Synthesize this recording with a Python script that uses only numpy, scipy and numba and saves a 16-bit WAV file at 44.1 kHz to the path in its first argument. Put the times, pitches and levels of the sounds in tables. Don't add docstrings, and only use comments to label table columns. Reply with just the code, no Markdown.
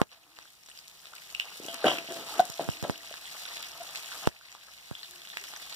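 import sys
import numpy as np
from scipy import signal
from scipy.fft import rfft, irfft, next_fast_len
from scipy.io import wavfile
from scipy.ndimage import uniform_filter1d
from numba import njit

SR = 44100
rng = np.random.default_rng(int(sys.argv[2]) if len(sys.argv) > 2 else 0)


def store_wav(level_fs):
    pcm = np.round(np.clip(np.atleast_2d(level_fs), -1, 1) * 32767)
    wavfile.write(sys.argv[1], SR, pcm.T.astype(np.int16))


N = 253575

# (f/Hz, level/dB, t60/s)
LOW_MODES = [(325.3, -11, 0.22), (520, 1.5, 0.052), (639, -1, 0.038), (672, -6, 0.69), (753, -2, 0.083),
             (864, -7.5, 0.1), (925, -19.5, 0.083), (1310, -4.5, 0.13)]
HIGH_MODES = [(1567, -14, .12), (2062, -12, .2), (2620, -14, .1), (2945, -2, .22), (3009, -6, .25),
              (3203, -1, .2), (3245, -4, .15), (3300, -10, .15), (3390, -14, .1), (3758, -10, .15),
              (3908, -11, .15), (4750, -16, .1)]
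LAG = 20


def frying():
    # (t/s, crackle level/dB, fine hiss over crackle/dB, pan drone over crackle/dB)
    fry = [(0, -55, -4, 17), (.04, -51, -16, 5.5), (.09, -57.5, -5, -14), (.125, -38, -13, -5),
           (.2, -51, -4, 0), (.3, -52, -1, -1), (.43, -46, -0.5, -8.5), (.6, -53.5, 2, -9),
           (.78, -49, 2, -7.5), (.9, -54.5, 4, -5.5), (1.2, -50.5, 1, -8), (1.55, -51.5, 1, -6),
           (1.7, -53.5, 8.5, -13), (1.83, -43.5, -13, 0), (1.9, -41.5, -1.5, -35), (2.07, -48, 1, -12.5),
           (2.34, -44.5, -0.5, -3.5), (2.55, -44, 1, -5.5), (2.7, -45, 0.5, -10.5), (2.95, -47, -3, -9.5),
           (3.2, -48, -1.5, -13), (3.55, -44, -2.5, -9), (3.75, -49, -1, -6), (4.2, -46.5, 1.5, -7),
           (4.4, -44.5, -3, -9.5), (5.15, -50, 0.5, -10), (5.75, -48, -0.5, -9)]
    # (f/Hz, level/dB)
    crackle_colour = [(900, -24), (1500, -11.5), (2100, -6.5), (2900, -0.5), (4000, -15.5), (5500, -0.5),
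                      (8000, -13.5), (11000, -2.5)]
    # (f/Hz, level/dB)
    seethe_colour = [(450, -11.5), (700, 0.5), (1300, -11), (2100, 7), (2900, 1.5), (4200, 8.5),
                     (6000, -6.5), (9000, -23)]
    # (f/Hz, level/dB)
    hiss_colour = [(1500, -19.5), (3000, -1.5), (5000, -1), (8000, -5.5), (11000, -8), (14000, -6),
                   (15500, -10.5)]
    drone_colour = [(350, -21.5), (700, 5.0), (1300, 5.0), (1750, -4), (2300, -23)]
    crackle_db, hiss_db, drone_db = curves(fry)
    noise = rng.standard_normal((5, N))

    boil = crackle(count=5000, lo_hz=1120.0, hi_hz=9060.0, cycles=2.34, spread_db=4.0, scatter=3.0, clump_db=2.2)
    boil = unit(colour(boil, crackle_colour))

    seethe = ports(noise[0], 0.27, noise[1])
    seethe = unit(colour(seethe * undb(2.2 * walk(60) + 3.2 * walk(350)), seethe_colour))

    flecks = (rng.random(N) < 380 / SR) * undb(4.87 * rng.exponential(size=N).clip(0, 4))
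    flecks = signal.lfilter([1], [1, -np.exp(-1 / (0.0014 * SR))], flecks)
    gate = undb(2.2 * walk(45)) + undb(-8.0) * flecks
    mist = ports(noise[2], 0.25, noise[3]) + undb(1.) * rng.standard_normal((2, N))
    hiss = unit(colour(gate * mist, hiss_colour))

    shake = noise[4] * undb(3.1 * walk(50) + 3.3 * walk(250))
    drone = undb(-10.5) * unit(ring(shake, LOW_MODES)) + unit(colour(shake, drone_colour))

    wet = undb(-2.72) * boil + undb(-0.5) * seethe + undb(drone_db) * drone
    return undb(crackle_db + .5 * walk(20)) * (wet + undb(hiss_db) * hiss)


def crackle(count, lo_hz, hi_hz, cycles, spread_db, scatter, clump_db):
    moment, pitch, loudness, place, lag_scatter, length = rng.random((count, 6)).T
    s = (40 + moment * (N - 140)) / SR
    clump = clump_db * walk(45)[(s * SR).astype(int)]
    db = -spread_db * np.log(loudness + 0.0036) + clump
    hz = lo_hz * (hi_hz / lo_hz) ** pitch
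    left_share = .28
    lag = LAG * np.sign(1 - left_share - place) + scatter * (lag_scatter - .5)
    return unit(bubbles(s, hz, cycles * (.5 + length), db, 8 * (place - .5), lag))


def bubbles(s, hz, cycles, db, pan_db, lag, glide=0.073, rise=2.8):
    open_share, swell_db = 0.71, 4.5
    decay = hz / SR / np.clip(open_share * cycles, .3, 40)
    left_size = -undb(db + swell_db + pan_db / 2)
    right_size = undb(db + swell_db - pan_db / 2)
    left = grains(N, s * SR + lag, hz, decay, left_size, glide, rise)
    right = grains(N, s * SR, hz, decay, right_size, glide, rise)
    return np.array([left, right])


@njit
def grains(n, at, hz, decay, size, glide, rise):
    y = np.zeros(n)
    for g in range(len(at)):
        start = int(at[g]) + 1
        w = 2 * np.pi * hz[g] / SR
        z = size[g] * np.exp((1j * w - decay[g]) * (start - at[g]))
        step = np.exp(1j * w - decay[g])
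        turn = np.exp(1j * w * glide * decay[g])
        shut = 1.
        for k in range(start, min(n, start + int(6 / decay[g]))):
            shut *= 1 - min(rise * decay[g], 1.)
            y[k] += z.imag * (1 - shut)
            z *= step
            step *= turn
    return y


def spits():
    # (t/s, level/dB, f/Hz, ring/cycles, left over right/dB)
    loud_bubbles = [(0.1168, -22, 3360, 1.4, -3), (0.369, -29.5, 2570, 5, 5),
                    (0.3879, -16, 1210, 0.38, -0.5), (1.07, -29.5, 3270, 1.2, -3),
                    (0.4215, -33, 1240, 0.5, 4), (0.635, -32, 5170, 2.2, 5), (0.661, -29, 7200, 3.9, 3),
                    (0.664, -31, 5200, 6, -1), (0.6872, -22, 1490, 0.38, 1), (0.693, -29, 5000, 0.99, 0),
                    (0.699, -28.5, 8000, 12, -3), (0.764, -34, 4000, 3, 3), (0.775, -25, 4630, 3, 0),
                    (0.876, -34, 5730, 6.6, -7), (1.1636, -29, 3440, 0.87, 3), (0.789, -23.5, 4450, 5.8, 4),
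                    (1.056, -26.5, 3430, 0.97, 2), (1.135, -31.5, 1300, 4.2, -1),
                    (1.3485, -18, 2575, 5.7, 2.5), (1.3985, -12.5, 2580, 3.6, -0.5),
                    (1.8425, -18.5, 1400, 4.1, 2.5), (1.906, -18, 3000, 8.7, 4), (1.972, -23, 2960, 3, 4.5),
                    (1.951, -28, 3080, 8.4, 0), (1.9847, -20.5, 2520, 5.3, 0), (2.287, -29, 3420, 2.1, -5),
                    (2.3948, -20.5, 3600, 5.5, 6.5), (2.5398, -25, 5500, 7.2, -3),
                    (2.58, -26, 3760, 4.3, 1.5), (2.607, -30.5, 3760, 6.9, -9), (2.84, -29, 3360, 4.3, -3),
                    (3.542, -34, 3400, 1.5, 10), (3.578, -30, 3470, 4.4, 2), (3.5225, -35.5, 3100, 7.1, 1),
                    (3.973, -30, 6940, 4.5, -2), (4.152, -32.5, 1260, 0.71, 5),
                    (4.4854, -31, 2840, 1.1, 12), (4.518, -23, 6600, 1.8, -1), (4.526, -24, 6460, 2.7, -4),
                    (4.858, -34, 5500, 1.8, 4), (5.317, -34, 3463, 8.1, 0), (5.563, -30, 5600, 5.4, -8.5),
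                    (3.1402, -23, 1387, 0.55, 0), (3.256, -31.5, 3120, 5.2, -7),
                    (3.454, -25, 3340, 2.8, -1), (3.57, -24.5, 3300, 1.6, -1.5), (3.629, -25, 3660, 2, -2),
                    (3.9571, -30, 2500, 2.9, -6), (4.1232, -26.5, 3450, 1.2, 3.5),
                    (4.255, -29, 2670, 3.4, -2.5), (4.4114, -29.5, 1330, 2.4, -5),
                    (4.55, -21.5, 980, 1, -1.5), (4.684, -33, 1410, 2, 3.5), (4.785, -29, 2830, 1.9, 5),
                    (4.9513, -22, 3160, 7.9, 3), (4.9927, -31, 3320, 6.1, -8.5),
                    (5.031, -23.5, 3970, 9.4, 5), (5.045, -28, 3350, 7.4, -3), (5.218, -33, 3200, 5.2, 1),
                    (5.273, -27, 3430, 3.3, -2), (5.3011, -26, 3320, 2.7, -1),
                    (5.3709, -15, 1970, 0.88, -2), (5.44, -24, 3500, 0.78, 1.5), (5.537, -28, 1160, 0.8, 0),
                    (5.625, -31, 3300, 4.4, -10), (5.7255, -26, 4000, 7.9, -1)]
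    # (t/s, level/dB, left over right/dB)
    sprays = [(0.6913, -31, 0.5), (0.88, -27, 2), (1.017, -39.5, 10), (1.1516, -32, 6), (1.326, -36, 0),
              (1.351, -39, 8), (1.4544, -38, 1), (1.5026, -40, -3), (1.5725, -32.5, -4), (1.635, -34, 4),
              (1.6637, -29, 1), (1.7428, -23.5, 2.5), (2.122, -26.5, 4), (2.141, -34, 7),
              (2.4034, -21.5, -4), (2.453, -22, 8), (2.5005, -21.5, -8), (2.522, -28, 4), (2.643, -30, 2),
              (2.701, -26, 4), (2.826, -28.5, 9), (2.897, -33, -14), (3.0226, -36, 0), (3.626, -30, 6),
              (3.8515, -42, 6), (3.9584, -31, -7), (4.2712, -36, 13), (5.11, -27, 0), (5.3719, -30, -2),
              (5.439, -30.5, -2)]
    snap_colour = [(500, -24.5), (1200, -2.0), (4000, 2.5), (10000, -19.5)]
    spray_colour = [(1500, -39.5), (3500, 1.5), (5500, 7.0), (9000, -3.0), (15000, -1.5)]

    moment, pitch, length, place = rng.random((160, 4)).T
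    stray_hz = 3600 * 6.9 ** (pitch ** 0.676 - .55)
    stray = [moment * (N - 500) / SR, np.full(160, -40.), stray_hz, 8.4 * (.5 + length), 8 * (place - .5)]
    s, db, hz, cycles, pan_db = np.hstack([np.transpose(loud_bubbles), stray])
    rings = bubbles(s, hz, cycles, db, pan_db, LAG + rng.standard_normal(len(s)))
    snaps = bursts(s, db - 8, 1, pan_db, snap_colour)

    s, db, pan_db = np.transpose(sprays)
    return rings + snaps + bursts(s, db, 0.89, pan_db, spray_colour)


def bursts(s, db, ms, pan_db, points):
    gate = np.zeros((2, N + 400))
    fall = np.exp(-np.arange(380) * 1000 / SR / ms)
    for i, right, left in zip((s * SR).astype(int), db - pan_db / 2, db + pan_db / 2):
        gate[0, i + LAG:][:len(fall)] += undb(left) * fall
        gate[1, i:][:len(fall)] += undb(right) * fall
    noise = rng.standard_normal((2, N))
    return gate[:, :N] * unit(colour(ports(noise[0], 0.41, noise[1]), points))


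def pops():
    # (t/s, level/dB, push +1 or pull -1, fall/ms, thump over level/dB)
    steam_bursts = [(0.0163, -4, 1, 0.85, -5), (2.498, -23, 1, 0.44, 12), (2.6889, -10.5, 1, 0.57, 14),
                    (2.8267, -21.5, 1, 1, 19), (2.8974, -10.5, -1, 0.98, -23), (2.678, -30, 1, 1, 18),
                    (4.2713, -18.5, 1, 1.6, -25), (4.2735, -5.5, 1, 1.36, -3), (4.9122, -18.5, 1, 0.86, 16)]
    out, t = np.zeros(N), np.arange(3000) / SR
    for s, db, sign, fall_ms, thump_db in steam_bursts:
        jump = (1 - np.exp(-t / .00006)) * np.exp(-t * 1000 / fall_ms)
        thump = -.3 * undb(thump_db) * np.sin(2 * np.pi * 115 * t) * np.exp(-t / 0.0045)
        debris = 0.017 * rng.standard_normal(len(t)) * np.exp(-t / 0.0041)
        burst = 1.771 * jump + thump + dull(debris, 2260.0)
        out[int(s * SR):][:len(t)] += sign * undb(db) * burst
    out = signal.sosfilt(signal.butter(2, 72., "high", fs=SR, output="sos"), out)
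    left, right = ports(out)
    return np.array([undb(-4.0) * left, right])


def spoon():
    thud, low, high = knocks()
    rumble, rasp = scrapes()
    body = thud + low + rumble
    body = signal.sosfilt(signal.butter(4, 135., "high", fs=SR, output="sos"), body)
    return body + ports(ring(high, HIGH_MODES)) + rasp


def knocks():
    # (t/s, thud level/dB, thud f/Hz, contact/ms, ring over thud/dB, clang over thud/dB)
    contacts = [(1.399, -49, 910, 1.6, -23, 6), (1.6, -32.5, 402, 1.3, -20, -35),
                (1.651, -33.5, 387, 1.3, -33.5, -38), (1.684, -45, 675, 0.46, 9, 7),
                (1.8425, -14, 531, 2.9, -12.5, -48), (1.8495, -17, 655, 3.8, -38.5, -40.5),
                (1.868, -14.5, 688, 3.6, -25, -10.5), (1.913, -23, 720, 3.8, -38, -18),
                (1.939, -40, 600, 2.2, -26, -32), (2.101, -37.5, 361, 23, -35.5, -9),
                (2.319, -43, 833, 8.8, -9, -11.5), (2.3944, -9.5, 723.3, 9.6, -19, -46),
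                (2.595, -13.5, 675, 1.3, -25, -32.5), (2.850, -20.5, 644.4, 1.1, -17.5, -38),
                (3.111, -38, 630, 2.7, -7, -46), (3.802, -37.5, 691, 18.6, -18, -36)]
    near_db_per_octave = 38
    thud, low, high, t = np.zeros(N), np.zeros(N), np.zeros(N), np.arange(4000) / SR
    tap = 1. * (np.arange(SR // 2) == 0)
    for s, db, hz, touch_ms, ring_db, clang_db in contacts:
        i, touch = int(s * SR), touch_ms / 1000
        attack = np.clip(t / (0.00049 + 0.42 * touch), 0, 1) ** 0.51
        release = np.exp(-np.clip(t - touch, 0, 1) / 0.0017)
        chatter = 1 + .6 * dull(rng.standard_normal(len(t)), 500.)
        tone = np.sin(2 * np.pi * hz * t) + undb(-19.5) * np.sin(2 * np.pi * 2.06 * hz * t)
        thud[i:i + len(t)] += undb(db) * attack * release * chatter * tone
        near = [(f, d - near_db_per_octave * abs(np.log2(f / hz)), t60) for f, d, t60 in LOW_MODES]
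        low[i:i + len(tap)] += undb(db + ring_db) * ring(tap, near)
        high[i] += undb(db + clang_db)
    return thud, low, high


def scrapes():
    wood_colour = [(110, -8.0), (300, 3.5), (800, -3.5), (1600, -10.5), (2600, -29.0)]
    rasp_colour = [(900, -7.0), (3000, -3.5), (6000, -17), (12000, -34.0)]
    drag, drag_rasp = strokes()
    slip_db = 4 * walk(150) + 1.5 * walk(40)
    grit = rng.standard_normal((4, N)) * undb(slip_db)
    wood = unit(colour(grit[1], wood_colour))
    rumble = unit(ring(grit[0], LOW_MODES)) + undb(1.0) * wood
    metal = ports(grit[2], 0.39, grit[3])
    rasp = unit(ring(metal, HIGH_MODES)) + undb(11.0) * unit(colour(metal, rasp_colour))
    return drag * rumble, drag_rasp * rasp


def strokes():
    # (t/s, rumble level/dB, hold/s, metal rasp over rumble/dB)
    drags = [(1.604, -54, 0.073, -32), (1.672, -62.5, 0.061, 3), (1.839, -31, 0.0051, -17.5),
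             (1.863, -38, 0.037, -4.5), (2.084, -46, 0.032, -13), (2.13, -55.5, 0.14, -15.5),
             (2.3, -53, 0.16, -10), (2.378, -47, 0.015, -7.5), (2.593, -38.5, 0.016, -16),
             (2.833, -41.5, 0.013, -21.5)]
    attack_s, fade_db_per_s = 0.0045, 158
    s, db, hold, rasp_db = np.transpose(drags)[..., None]
    since = np.arange(N) / SR - s
    fade_db = fade_db_per_s * np.clip(since - hold, 0, 2)
    drag = np.clip(since / attack_s, 0, 1) * undb(db - fade_db)
    return drag.sum(axis=0), (drag * undb(rasp_db)).sum(axis=0)


def kitchen():
    # (f/Hz, level/dB)
    murmur_colour = [(25, -25), (45, -29.5), (63, 2.5), (95, -36), (150, 0), (220, -10.5), (350, -5),
                     (600, -12), (1200, -19.5)]
    # (t/s, f/Hz, length/s, level/dB)
    hums = [(0.142, 316, 0.35, -57), (2.583, 302, 0.5, -56), (5.047, 363, 0.19, -60),
            (5.402, 380, 0.042, -55.5)]
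    murmur = unit(colour(rng.standard_normal((2, N)), murmur_colour))
    out = undb(-61.5 + 0.75 * walk(16.0)) * murmur
    time = np.arange(N) / SR
    waver = 1.2 * walk(70)
    for s, hz, length, db in hums:
        swell = np.sin(np.pi * np.clip((time - s) / length, 0, 1))
        out += undb(db) * swell * np.sin(2 * np.pi * hz * time + waver)
    return out


def ring(push, modes):
    out = 0
    for hz, db, t60 in modes:
        pole = np.exp(2j * np.pi * hz / SR - np.log(1000) / (t60 * SR))
        out = out + undb(db) * signal.lfilter([1], [1, -pole], push).imag
    return out


def ports(x, apart=0., other=0.):
    apart = np.clip(apart, 0, 1)
    from_right = np.sqrt(1 - apart) * x
    from_left = np.sqrt(apart) * other * np.ones_like(x)
    left = from_left - np.roll(from_right, LAG, axis=-1)
    right = from_right - np.roll(from_left, LAG, axis=-1)
    return np.array([left, right])


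def undb(db):
    return 10 ** (np.asarray(db) / 20)


def unit(x):
    return x / np.sqrt(np.mean(x ** 2))


def curves(table):
    s, *columns = np.transpose(table)
    return [np.interp(np.arange(N) / SR, s, c) for c in columns]


def colour(x, points):
    size = next_fast_len(N)
    hz, db = np.transpose(points)
    axis = np.log(np.arange(size // 2 + 1) * SR / size + 1)
    gain = undb(np.interp(axis, np.log(hz), db, left=db[0] - 20.5))
    return irfft(rfft(x, size) * gain, size)[..., :N]


def walk(rate):
    k = int(SR / rate)
    held = np.repeat(rng.standard_normal(N // k + 1), k)
    return 1.15 * uniform_filter1d(uniform_filter1d(held, k), k)[:N]


def dull(x, hz):
    return signal.sosfilt(signal.butter(2, hz, fs=SR, output="sos"), x)


def gain_control(x):
    knee_db, cut_db_per_db, rise_db_per_s, late_s = -9.5, 2.3, 11.5, 0.019
    creep = rise_db_per_s * np.arange(N) / SR
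    peak_db = 20 * np.log10(np.abs(x).max(axis=0) + 1e-9)
    want = cut_db_per_db * np.clip(peak_db - knee_db, 0, None)
    cut = np.maximum.accumulate(want + creep) - creep
    late = int(late_s * SR)
    smooth_cut = uniform_filter1d(np.append(np.zeros(late), cut), late)[:N]
    return x * undb(-smooth_cut)


def scene():
    hits, bangs = spits() + spoon(), pops()
    t = np.arange(9000) / SR
    tail = dull(rng.standard_normal((2, len(t))), 8400.0) * undb(-60 * t / 0.16) * np.clip(t / .009, 0, 1)
    echo = signal.fftconvolve((hits + undb(-11.0) * bangs)[1:], tail, axes=1)[:, :N]
    return hits + bangs + undb(-33.0) * ports(echo[0], 0.383, echo[1]) + frying() + kitchen()


def record(dry):
    # (f/Hz, level/dB)
    left_colour = [(60, 3), (250, -0.5), (700, 0.76), (2400, 0.9), (5000, -0.6), (8000, 3), (12000, 0),
                   (15000, -3)]
    rumble_colour = [(35, -12.5), (60, -5.5), (150, -6), (400, -14.5)]
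    size = next_fast_len(N)
    hz = np.arange(size // 2 + 1) * SR / size
    treble_lag = np.interp(hz, (8500, 10500), [0, .8])
    late = np.exp(-2j * np.pi * hz / SR * treble_lag)
    left = colour(dry[0], [(1, left_colour[0][1])] + left_colour)
    left = irfft(rfft(left, size) * late, size)[:N]
    both = gain_control(np.array([left, dry[1]]))
    rumble = unit(colour(rng.standard_normal((2, N)), rumble_colour))
    top_cut = signal.ellip(10, .2, 80, 15500, fs=SR, output="sos")
    return signal.sosfilt(top_cut, both + undb(-64.5) * rumble)


dry = scene()
out = record(dry)
store_wav(out)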